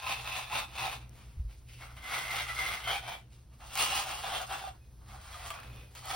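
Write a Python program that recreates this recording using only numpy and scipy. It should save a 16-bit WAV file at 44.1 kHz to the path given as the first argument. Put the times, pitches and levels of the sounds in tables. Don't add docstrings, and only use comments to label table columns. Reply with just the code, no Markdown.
import sys
import numpy as np
from scipy import signal
from scipy.fft import rfft, irfft
from scipy.io import wavfile
from scipy.ndimage import uniform_filter1d

SR = 44100
rng = np.random.default_rng(int(sys.argv[2]) if len(sys.argv) > 2 else 0)


def amp(db):
    return 10 ** (np.asarray(db, float) / 20)


def write(x):
    x = np.atleast_2d(x).T
    wavfile.write(sys.argv[1], SR, np.round(np.clip(x, -1, 1) * 32767).astype(np.int16))


N = 271215
HZ = np.fft.rfftfreq(N, 1 / SR)

GRIP_CHANGE_S = [1.12, 1.8, 2.82, 2.931, 3.27, 4.22, 4.95, 5.56, 5.89]
# (frequency [Hz], level [dB])
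SCRAPE_COLOUR = [(200, -43), (450, -13), (700, 4), (1400, 2), (1750, -2.5), (2300, 0.5), (3400, -4.5),
                 (4600, -12.5), (6000, -18)]
# (frequency [Hz], level [dB])
STRAND_COLOUR = [(2500, -4.5), (4500, 7.5), (6000, 3.5), (7500, 10), (9000, 5.5), (11500, -6), (14000, 1),
                 (15800, -1)]
FULL_EFFORT_DB = -44.5


def read(table):
    f, v = np.transpose(table)
    return np.interp(np.log(HZ + 1), np.log(f + 1), v)


def follow(table):
    s, *columns = np.transpose(table)
    return [np.interp(np.arange(N) / SR, s, c) for c in columns]


def unit(x):
    return x / np.sqrt(np.mean(x ** 2))


def colour(x, table):
    return unit(irfft(rfft(x) * amp(read(table)), N))


def walk(rate):
    hold = int(SR / rate)
    steps = np.repeat(rng.standard_normal(N // hold + 1), hold)
    return 1.1 * uniform_filter1d(uniform_filter1d(steps, hold), hold)[:N]


def swells(rows):
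    lift_db, lift_steeper = 13.5, 1.47
    t = np.arange(0, N, 64) / SR
    under_db = np.array([20 * np.maximum((s - t) / max(rise, .005), (t - s) / max(fall, .005))
                         for s, db, rise, fall, *_ in rows])
    under_db += lift_steeper * np.maximum(under_db - lift_db, 0)
    peak_db = np.array(rows)[:, 1:2]
    return t, amp(2 * (peak_db - under_db))


def ring(x, hz, width):
    return signal.lfilter(*signal.iirpeak(hz, hz / width, SR), x)


def bent_ring(x, hz, width):
    turn = np.exp(2j * np.pi * np.cumsum(hz) / SR)
    pole = np.exp(-np.pi * width / SR)
    return 2 * np.real(turn * signal.lfilter([1 - pole], [1, -pole], x * turn.conj()))


def struck(events, push_s, trim_db):
    out = np.zeros(N + SR)
    for s, db, hz, t60 in events:
        t = np.arange(int(np.clip(t60, .01, .5) * SR)) / SR
        decay = amp(db + trim_db - 60 * t / t60)
        wave = decay * (1 - np.exp(-t / push_s)) * np.sin(2 * np.pi * hz * t)
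        out[int(s * SR):int(s * SR) + len(t)] += wave
    return out[:N]


def fan_hum():
    # (time [s], rumble level [dB], extra level of the lowest mode [dB])
    fan_curve = [(0.0, -54, -4), (.48, -53, 3), (.6, -49, 0), (1.0, -47, -0.5), (1.16, -52, 0.5),
                 (1.3, -49.5, -0.5), (1.56, -52, 0), (2.3, -52, 7.5), (2.88, -50.5, 0), (3.36, -53, 2),
                 (3.82, -53.5, 0), (4.3, -53, 2.5), (5.17, -50, -2), (5.48, -59.5, -8), (5.75, -44, 0),
                 (5.87, -57, -3), (6.15, -51.5, 0)]
    # (frequency [Hz], width [Hz], level [dB])
    room_modes = [
        (60.6, 2.7, -5),
        (119.76, 2.54, -4.5),
        (196.3, 6.7, -23.5),
        (292, 20, -31),
    ]
    fan_db, sway_db = follow(fan_curve)
    noise = rng.standard_normal(N)
    lowest_hz = room_modes[0][0]
    hum = sum(amp(db + sway_db * (f == lowest_hz)) * unit(ring(noise, f, w)) for f, w, db in room_modes)
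    return amp(fan_db) * hum


def air_noise():
    # (frequency [Hz], level [dB])
    air_colour = [(20, -6), (40, 8), (60, 12), (90, 8), (150, -48), (250, -31), (500, -47), (1500, -37),
                  (4000, -27), (16000, -29)]
    return amp(-58 + 3.5 * walk(3.98)) * colour(rng.standard_normal(N), air_colour)


def sleeve_rustle(effort_db):
    # (frequency [Hz], level [dB])
    sleeve_colour = [(90, -4.5), (160, -4), (300, -10.5), (500, -5.5), (800, -25.5)]
    # (time [s], level [dB], 20 dB rise [s], 20 dB fall [s])
    arm_moves = [
        (1.16, -59.5, .2, .2),
        (4.31, -53.5, 0.09, 0.22),
        (5.75, -51.5, 0.42, 0.39),
    ]
    t, power = swells(arm_moves)
    with_brush = amp(-62.5 + .5 * (effort_db - FULL_EFFORT_DB))
    arm = with_brush + np.interp(np.arange(N) / SR, t, np.sqrt(power.sum(0)))
    cloth = amp(3.7 * walk(25)) * colour(rng.standard_normal(N), sleeve_colour)
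    return amp(-6.0) * arm * cloth


def room_tone(effort_db):
    return fan_hum() + sleeve_rustle(effort_db) + air_noise()


def effort():
    # (time [s], scrape
    # level [dB], 20 dB rise [s], 20 dB fall [s], low body re scrape [dB])
    strokes = [(0.002, -44, .1, 0, -4.5), (.116, -37, 0.15, 0.16, -2), (.37, -38.5, 0.26, 0.156, -2),
               (.56, -38, .065, 0.12, 1), (.795, -39.5, 0.06, 0.2535, -1.5), (.865, -41, 0.21, 0.1455, 0.5),
               (.934, -47, 0.4, 0, -3), (2.142, -37, 0.156, 0.21, -3), (2.362, -36, 0.22, 0.2, -4.5),
               (2.495, -39.5, 0.04, 0.08, -3), (2.596, -39, 0.09, .5, -3), (2.754, -39, .4, 0, -5.5),
               (2.848, -44, .04, .04, -12), (2.9, -38.5, .05, 0.1269, -0.5), (2.948, -35.5, 0.08, 0.0669, -1),
               (3.13, -45.5, 0.4, 0.1, 0.5), (3.796, -29, 0.045, 0.156, -7), (3.968, -33.5, 0.1737, 0.11, -2),
               (4.1, -41, 0.2, 0.2052, 0.5), (4.185, -50.5, 0.18, 0.11, 6),
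               (4.246, -44.5, 0.0249, 0.2053, 3.5), (4.356, -40.5, 0.27, 0.14, 1.5),
               (4.508, -43, 0.045, 0.24, 4.5), (4.68, -51, .15, .04, 2), (3.905, -37, .05, .06, 0),
               (.07, -43, .04, .08, 0), (.272, -42, .05, .1, -2), (.53, -40, .05, .1, 0),
               (.592, -39, .1, .07, 0), (2.185, -40, .06, .06, -3), (2.665, -42, .04, .08, -3),
               (3.085, -46, .03, .12, 3), (3.826, -31, .08, .04, -4), (4.003, -45, .04, .08, 1),
               (1.186, -60.5, 0.16, 0.32, 0), (1.511, -59, 0.046, 0.11, -7), (1.69, -56.5, .03, 0.28, -19),
               (1.736, -58.5, 0.1, 0.041, -8), (1.82, -52.5, 0.061, 0.16, 4.5),
               (3.332, -64.5, 0.059, 0.15, -5.5), (3.62, -59.5, 0.038, 0.55, 8),
               (4.848, -70, 0.037, .02, -17), (5.085, -57.5, .04, 0.19, 3.5),
               (5.158, -60, 0.12, 0.17, 15.5), (5.344, -50, 0.28, 0.33, 3.5),
               (5.462, -46.5, 0.15, 0.085, 2.5), (5.52, -52, 0.04, 0.37, 8), (5.804, -54.5, 0.68, 0.11, -5),
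               (5.956, -50, .008, 0.15, -2.5), (4.425, -46.5, .1, 0.027, 5), (6.11, -38, 0.095, 0.28, 1),
               (1.985, -59, 0.069, .25, 3), (3.53, -70, 0.048, 0.11, 5.5), (3.738, -50, 0.1, .1, 1),
               (3.2, -63, .1, .12, -1), (4.745, -75, 0.092, .08, 22), (5.04, -77, 0.094, .1, 17.5),
               (5.02, -78, .05, .1, 15), (1.615, -74, .02, 0.047, 13),
               (.48, -54.5, .08, 0.088, 4), (1.02, -64.5, .1, 0.095, 2), (1.27, -69, 0.076, 0.18, -4),
                   (2.8, -57, 0.12, 0.092, -2), (5.92, -65, 0.13, 0.16, -1), (1.907, -59.5, .015, 0.037, 5)]
    rest_db, rest_low_db = -90, 7
    rows = strokes
    t, power = swells(rows)
    rest = amp(2 * rest_db)
    total = power.sum(0) + rest
    low_db = (np.array(rows)[:, -1] @ power + rest_low_db * rest) / total
    return follow(np.transpose([t, 10 * np.log10(total), low_db]))


def slips(rate, spread_db, tug_db):
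    when, size = rng.random(N), rng.exponential(1, N)
    sign, jerk = rng.standard_normal(N), rng.random(N)
    chance = np.clip((rate / SR - when) * SR / 500 + .5, 0, 1)
    clicks = sign * amp(spread_db * np.minimum(size, 4)) * chance
    tug = signal.lfilter([1], [1, -np.exp(-1 / (.014 * SR))], size * (jerk < 45 / SR))
    sudden = 2.25 * np.tanh(tug / tug.std() / 2.6)
    return unit(clicks * amp(tug_db * (sudden + 0.61 * walk(45) + 0.42 * walk(140))))


def grip_now():
    return np.searchsorted(GRIP_CHANGE_S, np.arange(N) / SR)


def brush_body(x):
    # (frequency [Hz], width [Hz], level [dB])
    back_modes = [
        [(816, 50, -6), (1030, 20, -3.5), (1280, 13, -10)],
        [(1120, 2500, 0)],
        [(770, 120, -9), (1330, 290, -2.5)],
        [(732, 58, 9), (1280, 92, 8), (1460, 46, 4)],
        [(748, 23, 5), (1500, 38, -17)],
        [(792, 19, 1), (1180, 270, -5)],
        [(755, 41, 0.5), (1190, 110, -6), (1470, 98, -7)],
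        [(754, 140, -6), (1180, 94, 2)],
        [(665, 180, -6), (1260, 330, -3)],
        [(786, 46, -2), (1280, 50, -7)],
    ]
    bristle_modes = [
        [(2590, 180, -4), (3540, 170, -9.5), (3990, 42, -18)],
        [(2500, 640, 0)],
        [(2072, 100, 3.5), (2760, 78, -10), (3300, 200, -9.5)],
        [(2140, 42, 3.5), (2930, 18, -11), (3110, 110, 2)],
        [(2355, 90, -7), (3120, 82, -8), (3405, 25, -12.5), (3700, 26, -22)],
        [(2500, 140, -12), (2780, 230, 6), (3250, 60, 2), (3900, 78, -16)],
        [(2780, 53, -5), (3170, 49, -7), (3440, 62, -7), (3910, 36, -18)],
        [(1930, 56, -3), (3230, 70, 0), (4000, 97, -14), (4470, 130, -29)],
        [(2480, 140, -6), (3460, 170, -16)],
        [(1950, 27, -21), (3180, 93, -16), (4360, 31, -16)],
    ]
    grip = grip_now()
    damping = [amp(1.5 * walk(14)) for _ in range(4)]
    bend = [1 + .008 * walk(16) for _ in range(4)]
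    body = np.zeros((2, N))
    for k, modes in enumerate(zip(back_modes, bristle_modes)):
        held = uniform_filter1d(1. * (grip == k), 1500)
        on = held > 1e-6
        for upper in (0, 1):
            group = 0
            for j, (f, w, db) in enumerate(modes[upper]):
                finger = (j + 2 * upper) % 4
                mode = bent_ring(x[on], f * bend[finger][on], w + 35)
                group = group + amp(db) * mode * damping[finger][on]
            body[upper, on] += held[on] * unit(group)
    return body


def brushing(high_db, low_db):
    # (strand crackle re scrape [dB], brush ringing [dB])
    grip_tone = [(-17, 1), (-11.5, -7.5), (-15, 1), (-23, 5), (-21.5, .5), (-8.5, -1.5), (-11.5, .5),
                 (-9.5, -10), (-26, -5), (-10, -5)]
    strand_db, ring_db = uniform_filter1d(np.array(grip_tone, float)[grip_now()].T, size=1500)
    strand_db = strand_db - 0.0739 * (high_db - FULL_EFFORT_DB)
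    catch = slips(rate=6920, spread_db=1.23, tug_db=1.05)
    digs_in_db = -57
    depth_db = np.array([high_db + low_db, high_db]) - digs_in_db
    low, high = brush_body(catch) * amp(ring_db + np.clip(.5 * depth_db, -14, 0))
    scrape = colour(catch, SCRAPE_COLOUR)
    split = signal.butter(3, 1750, fs=SR, output="sos")
    scrape_low = signal.sosfiltfilt(split, scrape)
    low = amp(-4.0) * low + amp(-2.5) * scrape_low
    high = amp(-3.5) * high + amp(-1.18) * (scrape - scrape_low)
    fine = slips(rate=5900, spread_db=2.5, tug_db=4.5)
    strands = amp(7.5) * colour(0.5 * catch + fine, STRAND_COLOUR)
    return amp(high_db - 1.0) * (high + amp(low_db) * low + amp(strand_db) * strands)


def bristle_pings():
    # (time [s], peak level [dB], frequency [Hz])
    ping_events = [(0.0662, -33, 2720), (0.1057, -26.5, 2590), (0.3187, -27, 2590), (2.141, -36, 2330),
                   (2.4932, -25.5, 1980), (2.5646, -27, 2127), (2.6125, -23, 2077), (2.6604, -24, 2104),
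                   (2.8744, -22, 2085), (3.7539, -32, 2350), (3.7833, -26.5, 2740), (3.9195, -25, 2760),
                   (5.5029, -36, 3260), (.0408, -33, 2540), (.1416, -28, 2630), (.2683, -31, 2550),
                   (.5212, -29, 2600), (.7751, -32, 2700), (.8295, -29, 2800), (2.0812, -31, 2090),
                   (2.1106, -29, 2110), (2.2333, -32, 2150), (2.3101, -29, 2060), (2.5885, -26, 2090),
                   (2.7711, -30, 2090), (2.8469, -32, 3190), (3.82, -26, 2870), (3.94, -27, 2900),
                   (4.348, -31, 3430), (4.5121, -32, 3220), (6.101, -32, 3420)]
    return struck([(*event, 0.067) for event in ping_events], 0.0013, -4.5)


def brush_knocks():
    # (time [s], peak level [dB], frequency [Hz])
    knock_events = [(0.067, -27.5, 1030), (0.124, -25, 810), (0.527, -22.5, 1030), (0.839, -24, 872),
                    (0.878, -22, 748), (2.234, -42, 1230), (2.339, -25, 786), (2.464, -34, 1190),
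                    (2.585, -27, 1227), (2.703, -25, 1230), (2.74, -32, 754), (2.896, -21.5, 732),
                    (3.078, -30, 745), (3.755, -27, 786), (3.824, -22.5, 1246), (3.863, -22, 1043),
                    (3.923, -19.5, 806), (3.981, -32.5, 754), (4.102, -29.5, 1240), (4.237, -30, 786),
                    (4.272, -32, 830), (4.313, -22.5, 807), (4.412, -25.5, 754), (4.514, -20, 791),
                    (4.639, -23, 788), (4.674, -23, 755), (5.505, -24, 1180), (6.082, -27, 1280),
                    (.254, -33, 851), (.344, -31, 1280), (.388, -33, 1020), (.507, -30, 840),
                    (.795, -30, 972), (.811, -29, 956), (2.141, -29, 1330), (2.493, -31, 1330),
                    (2.53, -31, 1190), (2.872, -28, 700), (4.001, -27, 1050), (4.069, -31, 751),
                    (4.129, -28, 805), (4.535, -28, 790), (4.556, -27, 790), (4.615, -32, 780),
                    (6.025, -40, 1180)]
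    # (time [s], peak level [dB], frequency [Hz], t60 [s])
    more_knocks = [(5.14, -41.5, 770, 0.11), (5.328, -38.5, 3300, 0.15), (5.345, -34.5, 1234, 0.11),
                   (5.504, -27, 1010, 0.033), (5.506, -32, 637, 0.047), (1.815, -44, 2200, .12),
                   (1.885, -48, 2085, .15), (1.974, -42, 2070, .12), (2.012, -42, 2100, .1),
                   (2.045, -37, 2060, .1), (2.08, -37, 3450, .1), (1.815, -43, 786, .1),
                   (5.64, -50, 2550, .15), (5.7, -49, 2530, .15), (4.808, -63, 2520, .2),
                   (4.87, -65.5, 2500, .15), (4.705, -38, 743, .1), (5.015, -55, 895, .1),
                   (6.098, -27, 795, .08), (6.116, -31, 770, .08), (6.132, -22.5, 760, 0.067)]
    return struck([(*event, 0.056) for event in knock_events] + [*more_knocks], 0.001, -7.0)


def reflect(x, db):
    room_t60_s = 0.091
    t, hop = np.arange(int(.2 * SR)) / SR, 4096
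    out = np.zeros(N + 2 * hop + len(t))
    fade = signal.windows.hann(2 * hop, sym=False)
    padded = np.pad(x, (hop, 2 * hop))
    for i in range(0, N + hop, hop):
        tail = rng.standard_normal(len(t)) * amp(-60 * t / room_t60_s) * np.minimum(t / 0.012, 1)
        tail /= np.sqrt(np.sum(tail ** 2))
        piece = signal.fftconvolve(padded[i:i + 2 * hop] * fade, tail)
        out[i:i + len(piece)] += piece[:len(out) - i]
    return amp(db) * out[hop:hop + N]


def strand_ticks():
    # (time [s], peak level [dB])
    tick_events = [(1.0944, -49.5), (1.9659, -55), (3.7549, -31.5), (3.776, -33), (5.5043, -43),
                   (5.6022, -49), (5.9515, -47), (6.057, -43), (2.5526, -42), (2.8419, -44), (3.1348, -46),
                   (5.7612, -54)]
    out, fall = np.zeros(N), np.exp(-np.arange(60) / 12)
    for s, db in tick_events:
        sign = rng.choice([-1., 1.], 60)
        out[int(s * SR):int(s * SR) + 60] += amp(db + 14.5) * fall * sign
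    return signal.sosfilt(signal.butter(2, 4500, "high", fs=SR, output="sos"), out)


def heel_thumps():
    # (time [s], peak level [dB], frequency [Hz], t60 [s])
    thump_events = [
        (1.369, -27.5, 65, 0.11),
        (1.395, -21, 61.3, 0.11),
        (1.448, -27.5, 54, 0.21),
    ]
    return struck(thump_events, 0.007, 1.7)


def snags():
    # (time [s], peak level [dB], t60 [s])
    snag_events = [(1.967, -36, 0.07), (2.874, -24, 0.13), (3.077, -29.5, 0.16), (3.604, -40, 0.07),
                   (3.754, -23, 0.091), (3.774, -21, 0.069), (4.236, -26, 0.06), (5.504, -22, 0.032),
                   (5.539, -31, 0.056), (5.951, -37.5, 0.029), (5.632, -36.5, 0.06), (5.783, -42, 0.025)]
    t, burst = np.arange(6000) / SR, np.zeros(N + 6000)
    for s, db, t60 in snag_events:
        burst[int(s * SR):int(s * SR) + 6000] += amp(db - 60 * t / t60)
    rattle = rng.standard_normal(N)
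    body = amp(-12.5) * colour(rattle, SCRAPE_COLOUR) + amp(-23.0) * colour(rattle, STRAND_COLOUR)
    return signal.sosfilt(signal.butter(3, 550, "high", fs=SR, output="sos"), burst[:N] * body)


def scene():
    # (frequency [Hz], correlation)
    port_likeness = [(100, .998), (200, .85), (400, .45), (800, .6), (2000, .68), (5000, .7), (7000, .78),
                     (16000, .79)]
    high_db, low_db = effort()
    near = brushing(high_db, low_db) + bristle_pings() + brush_knocks() + snags()
    shared = near + reflect(near, -5) + room_tone(high_db) + strand_ticks() + heel_thumps()
    scattered = reflect(near, 3.08) + room_tone(high_db)
    like = np.clip(read(port_likeness), 0, 1)
    mid = irfft(rfft(shared) * np.sqrt((1 + like) / 2), N)
    side = irfft(rfft(scattered) * np.sqrt((1 - like) / 2), N)
    return np.array([mid + side, mid - side])


def joint_stereo(left, right):
    attack_s = [.244, 2.032, 3.76, 5.503, 5.945, 6.049]
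    # (start [s], end [s])
    lean_spans = [(.47, .48), (.7, .72), (1.12, 1.13), (1.3, 1.48), (1.58, 1.67), (1.88, 1.97),
                  (2.05, 2.13), (2.23, 2.25), (2.3, 2.32), (2.47, 2.48), (2.54, 2.55), (2.84, 2.85),
                  (3.12, 3.13), (3.23, 3.64), (3.79, 3.83), (3.88, 3.97), (4.16, 4.31), (4.49, 4.52),
                  (4.65, 4.66), (4.77, 5.08), (5.18, 5.2), (5.53, 5.54), (5.62, 5.66), (5.76, 5.78),
                  (5.9, 5.92), (6.07, 6.1)]
    n, k, lead = np.arange(2048)[:, None], np.arange(736), 2048 - 509
    window = signal.windows.kaiser_bessel_derived(2048, 4 * np.pi)[:, None]
    basis = np.float32(window * np.cos(np.pi / 1024 * (n + 512.5) * (k + .5)))
    count = (N + lead) // 1024 + 2
    blocks = np.pad([left + right, left - right], ((0, 0), (lead, count * 1024 - N - lead)))
    blocks = blocks.reshape(2, count, 1024)
    z = np.float32(np.concatenate([blocks[:, :-1], blocks[:, 1:]], axis=2)) @ basis
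    s = ((np.arange(count - 1) + 1) * 1024 - lead) / SR
    around = uniform_filter1d((z ** 2).sum(0), 65, axis=1) + 1e-18
    power = uniform_filter1d(z ** 2 / around, 3, axis=1).reshape(2, -1, 46, 16).sum(3)
    power = np.repeat(power, 16, axis=2)
    margin_db = np.interp(k * SR / 2048, [1200, 1500, 4900, 5300, 5800, 6300, 11000, 12000],
                          [-40, -11, -11, -8.5, -8, -4.3, -4.3, -3])
    attack = np.abs(s[:, None] - attack_s).min(axis=1)[:, None] < .016
    lean = np.any([(s > a) & (s < b) for a, b in lean_spans], axis=0)[:, None]
    lean = lean * np.clip((k - 45) / 150, 0, 1)
    strong = power > amp(2 * margin_db) * power[::-1]
    z *= (strong & (z ** 2 > .4 * lean * around)) | attack
    frames, out = z @ basis.T / 512, np.zeros(blocks.shape)
    out[:, :-1] += frames[:, :, :1024]
    out[:, 1:] += frames[:, :, 1024:]
    mid, side = out.reshape(2, -1)[:, lead:lead + N] / 2
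    return np.array([mid + side, mid - side])


def band_limit(x):
    return signal.sosfilt(signal.butter(12, 17100, fs=SR, output="sos"), x)


def record(dry):
    # (frequency [Hz], lead of the left port [rad])
    port_lead = [(0, 0), (300, .05), (1000, .3), (5200, .45), (7350, 3.14), (10450, 6.28), (13600, 9.42),
                 (16700, 12.6)]
    f, lead = np.transpose(port_lead)
    turn = np.exp(.5j * np.interp(HZ, f, lead))
    ports = irfft(rfft(dry) * np.array([turn, np.conj(turn)]), N)
    mix = joint_stereo(*ports)
    return band_limit(mix)


dry = scene()
out = record(dry)
write(out)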